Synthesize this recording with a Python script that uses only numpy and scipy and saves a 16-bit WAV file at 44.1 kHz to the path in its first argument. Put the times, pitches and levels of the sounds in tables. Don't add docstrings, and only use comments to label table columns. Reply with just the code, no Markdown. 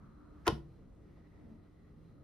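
import sys
import numpy as np
from scipy import signal
from scipy.io import wavfile

SR = 44100
rng = np.random.default_rng(int(sys.argv[2]) if len(sys.argv) > 2 else 0)


def field_ratio(decibels):
    return 10 ** (np.asarray(decibels, dtype=float) / 20)


def store_pcm(level_fs):
    pcm = np.round(np.clip(level_fs, -1, 1) * 32767).astype(np.int16)
    wavfile.write(sys.argv[1], SR, np.atleast_2d(pcm).T)


N = 98475
TIME = np.arange(N) / SR

# [t/s, strength/dB, hardness as cut-off f/Hz, crack level/dB]
CONTACTS = [(0.4673, -44, 3000, -40), (0.4688, -38, 2960, -49.5), (0.4704, -34, 2070, -39.5),
            (0.4731, -28.5, 840, -41.5), (0.4764, -35.5, 2500, -54), (0.4787, -33, 2640, -25.5),
            (.4814, -22.5, 770, -37.5), (0.483, -25.5, 950, -38), (0.4873, -36, 980, -50.5),
            (0.4937, -39.5, 894, -61), (.5005, -39.5, 790, -63), (0.508, -40, 690, -70),
            (.5210, -40, 450, -78), (0.791, -56, 328, -110), (1.172, -63, 603, -120)]
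# [f/Hz, side minus mid level/dB]
SIDE_LEVEL = [(60, -14.5), (110, -11), (200, -10.5), (380, -5.5), (700, 0), (1290, -5.5), (2380, -2.5),
              (4400, -2.5), (8120, 8.5), (15000, -7.5)]


def rms_one(x):
    return x / np.sqrt(np.mean(x ** 2) + 1e-20)


def at_hz(points, hz):
    points_hz, points_db = np.transpose(points)
    return np.interp(np.log(hz), np.log(points_hz), points_db)


def left_right(mid, side):
    return np.array([mid + side, mid - side])


def butter(x, order, hz, kind="low"):
    return signal.sosfilt(signal.butter(order, hz, kind, fs=SR, output="sos"), x)


def drift(rate_hz):
    step = 40
    r = np.exp(-2 * np.pi * rate_hz * step / SR)
    white = rng.standard_normal(N // step + 2002)
    slow = rms_one(signal.lfilter([1], [1, -2 * r, r * r], white)[2000:])
    return np.interp(np.arange(N) / step, np.arange(len(slow)), slow)


def bands(size):
    edges = 22 * 2 ** np.arange(0, 9.7, 1 / 3)
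    white = rng.standard_normal((2, 2, size + 8000))
    for k, (low, high) in enumerate(zip(edges, edges[1:])):
        mid, side = butter(white[k % 2], 2, [low, high], "band")
        yield np.sqrt(low * high), mid[-size:], side[-size:]


def banded_noise(spectrum, patchy_db):
    out = 0
    for hz, mid, side in bands(N):
        flicker_db = patchy_db * (drift(4.1) + 0.54 * drift(20))
        pair = left_right(mid, side * field_ratio(at_hz(SIDE_LEVEL, hz)))
        out = out + field_ratio(at_hz(spectrum, hz) + flicker_db) * pair
    return out / np.sqrt(np.mean(out.mean(axis=0) ** 2))


def hums():
    # [f/Hz, width/Hz, level/dB]
    tones = [(58.7, 26, -67.5), (162, 6.1, -69), (222, 9.2, -71.5), (301.3, 4.7, -70), (1250, 88, -85),
             (1942, 130, -87.5), (4068, 78, -96)]
    out = 0
    for hz, width_hz, db in tones:
        r = np.exp(-np.pi * width_hz / SR)
        resonance = [1, -2 * r * np.cos(2 * np.pi * hz / SR), r * r]
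        white = rng.standard_normal((2, N + SR))
        mid, side = signal.lfilter([1, 0, -1], resonance, white)[:, SR:]
        pair = left_right(rms_one(mid), rms_one(side) * field_ratio(at_hz(SIDE_LEVEL, hz)))
        out = out + field_ratio(db + 3.13 * drift(2.2)) * pair
    return out


def swelling_house():
    # [f/Hz, level per Hz/dB]
    air = [(22, -1), (59, -2), (229, -10), (270, -14.5), (301, -13.5), (363, -15), (1940, -49),
           (10500, -61.5), (16000, -76)]
    # [t/s, level/dB]
    swell = [
        (0, 1.5),
        (.8, 2),
        (1.0, 1.5),
        (1.28, -1),
        (1.45, 4),
        (1.72, -3),
        (1.93, 1),
        (2.08, -1),
        (2.23, 2.5),
    ]
    house = hums() + field_ratio(-58.5) * banded_noise(air, patchy_db=1.58)
    rumble = butter(house, 1, 1300)
    return house + rumble * (field_ratio(np.interp(TIME, *np.transpose(swell))) - 1)


def fan():
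    # [f/Hz, level per Hz/dB]
    hiss = [(300, -17.5), (700, -19), (920, -2), (1300, 7), (1600, -11.5), (1900, -20), (5000, -42.5),
            (10000, -47)]
    shut_s, fade_s, covered_db = 0.463, 0.041, -12
    cover_db = np.interp(TIME, [shut_s - fade_s, shut_s], [0, covered_db])
    return field_ratio(-72 + cover_db) * banded_noise(hiss, patchy_db=-0.1)


def puff():
    # [f/Hz, level per Hz/dB]
    rush = [(300, -1), (1800, 11.5), (3500, -23), (5800, 1), (7600, -27), (15000, -38)]
    start_s, end_s, rise_db, silent_db = 0.451, 0.468, 21, -60
    times = [start_s - 0.004, start_s, end_s, end_s + 0.01]
    shape_db = np.interp(TIME, times, [silent_db, -rise_db, 0, silent_db])
    return field_ratio(-45 + shape_db) * (shape_db > -59) * banded_noise(rush, patchy_db=0)


def cracks():
    # [f/Hz, level per Hz/dB]
    crack_colour = [(300, -35.5), (1000, 5.5), (2600, 3.5), (4000, -4), (5800, -6), (7500, -14),
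                    (10000, -11.5), (15500, -22)]
    t60_s, gain_db, side_db, slope_db = 0.0057, 12, -4, -1
    noise = rng.standard_normal((2, N))
    shape = np.zeros(N)
    for s, _, _, crack_db in CONTACTS:
        shape += (TIME >= s) * field_ratio(crack_db - 60 * np.clip(TIME - s, 0, 1) / t60_s)
    side = field_ratio(side_db) * noise[1] + field_ratio(slope_db) * np.gradient(noise[0])
    burst = shape * left_right(noise[0], side)
    hz = np.linspace(0, SR / 2, 513)
    colour = signal.minimum_phase(signal.firwin2(255, hz, field_ratio(2 * at_hz(crack_colour, hz + 1)), fs=SR))
    return field_ratio(gain_db) * signal.lfilter(colour, [1], burst)


def soft(clicks, hz):
    r = np.exp(-2 * np.pi * hz / SR)
    return signal.lfilter([(1 - r) ** 2], [1, -2 * r, r * r], clicks)


def strike(s, db, modes, soft_hz, side_db, size=1):
    out = np.zeros((2, N))
    t = TIME[:SR]
    start = int(s * SR)
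    chance = rng.standard_normal((len(modes), 2))
    for k, ((hz, mode_db, t60), (strength, turn)) in enumerate(zip(modes, chance)):
        phase = 2 * np.pi * hz * t
        spread_db = 3.5 * strength
        fade = (-1) ** (k // size) * field_ratio(db + mode_db + spread_db - 60 * t / t60)
        ring = left_right(np.sin(phase), field_ratio(side_db) * np.sin(phase + 2 * turn))
        out[:, start:start + SR] += fade * ring
    return soft(out + 1e-18, soft_hz)


def lid():
    # [f/Hz, level/dB, t60/s]
    shell_modes = [(336, -1.5, 0.062), (405, -6.5, 0.025), (440.5, 2, 0.035), (585.4, 0.5, 0.02),
                   (724, -7.5, 0.03), (837, -8.5, 0.052), (1035, 7, 0.04), (1310, -10, 0.045),
                   (1445, 1, 0.026), (1650, -9, 0.021), (1887, -5, 0.0072), (2620, -5.5, 0.0083),
                   (2850, 0.5, 0.013), (3500, 6.5, 0.006)]
    shell = sum(strike(s, db, shell_modes, hard_hz, -12.5, size=3) for s, db, hard_hz, _ in CONTACTS)
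    return butter(shell, 2, 245, "high")


def table():
    # [t/s, level/dB]
    thuds = [
        (0.4836, -30.5),
        (.4870, -25.5),
        (0.519, -32),
    ]
    # [f/Hz, level/dB, t60/s]
    table_modes = [(64.5, -15.5, 0.37), (128, 2.5, 0.063), (187.3, 1, 0.044), (301.4, -7.5, 0.15)]
    # [f/Hz, level/dB, t60/s]
    room_modes = [(147.8, -43.5, 0.53), (222.5, -44, 0.26), (332, -47, 0.94), (388, -59, 0.091)]
    side_db = -18.5
    thud = sum(strike(s, db, table_modes, 198, side_db) for s, db in thuds)
    rebound_s = thuds[2][0]
    return thud, strike(rebound_s, 0, room_modes, 400, side_db)


def room(x):
    # [f/Hz, t60/s]
    echo_t60 = [(60, 0.21), (300, 0.4), (1000, 0.26), (4000, 0.21), (12000, 0.27)]
    # [f/Hz, level/dB]
    echo_colour = [(60, -2), (300, -2), (800, -4), (2200, 1), (4000, 2.5), (10000, -3.5), (14000, -7.5)]
    level_db, gap_s, side_db = -9, 0.00087, -4
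    size = SR // 2
    t = TIME[:size]
    echo = 0
    for hz, mid, side in bands(size):
        t60 = at_hz(echo_t60, hz)
        fade = field_ratio(at_hz(echo_colour, hz) - 60 * t / t60) / np.sqrt(t60 * SR / 14)
        echo = echo + fade * left_right(mid, field_ratio(side_db) * side)
    echo = echo * np.clip(t / gap_s, 0, 1) ** 2
    return field_ratio(level_db) * signal.fftconvolve(x.mean(axis=0)[None], echo, axes=1)[:, :N]


def rustling(house):
    # [t/s, length/s, level over the room tone/dB]
    rustles = [
        (0.813, 0.055, 2),
        (0.939, 0.026, 3),
        (1.07, 0.095, 2),
        (1.188, 0.061, 5.5),
        (1.264, 0.045, 4),
        (1.377, 0.1, 4),
        (1.535, 0.082, 0.5),
        (1.654, .06, 4),
        (1.891, 0.069, 3),
        (2.11, 0.059, 1),
    ]
    band = butter(house, 1, [546, 5000], "band")
    rustle_db = sum(db * np.exp(-(2 * (TIME - s) / length) ** 2) for s, length, db in rustles)
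    return house + band * (field_ratio(-1.5 + rustle_db) - 1)


def scene():
    house = rustling(swelling_house())
    thud, standing = table()
    shut = lid() + thud + cracks()
    return house + fan() + puff() + shut + standing + room(shut)


def dip(x, hz, width_hz, share):
    return x - share * signal.lfilter(*signal.iirpeak(hz, hz / width_hz, fs=SR), x)


def roll_off(x):
    return signal.sosfilt(signal.butter(12, 16380, fs=SR, output="sos"), x)


def record(dry):
    mid = dip((dry[0] + dry[1]) / 2, hz=7350, width_hz=1900, share=0.62)
    side = dip((dry[0] - dry[1]) / 2, hz=10870, width_hz=1000, share=0.81)
    x = butter(left_right(mid, side), 1, 29.4, "high")
    x = signal.sosfilt(signal.cheby2(12, 50, 16450, fs=SR, output="sos"), x)
    return roll_off(x)


dry = scene()
out = record(dry)
store_pcm(out)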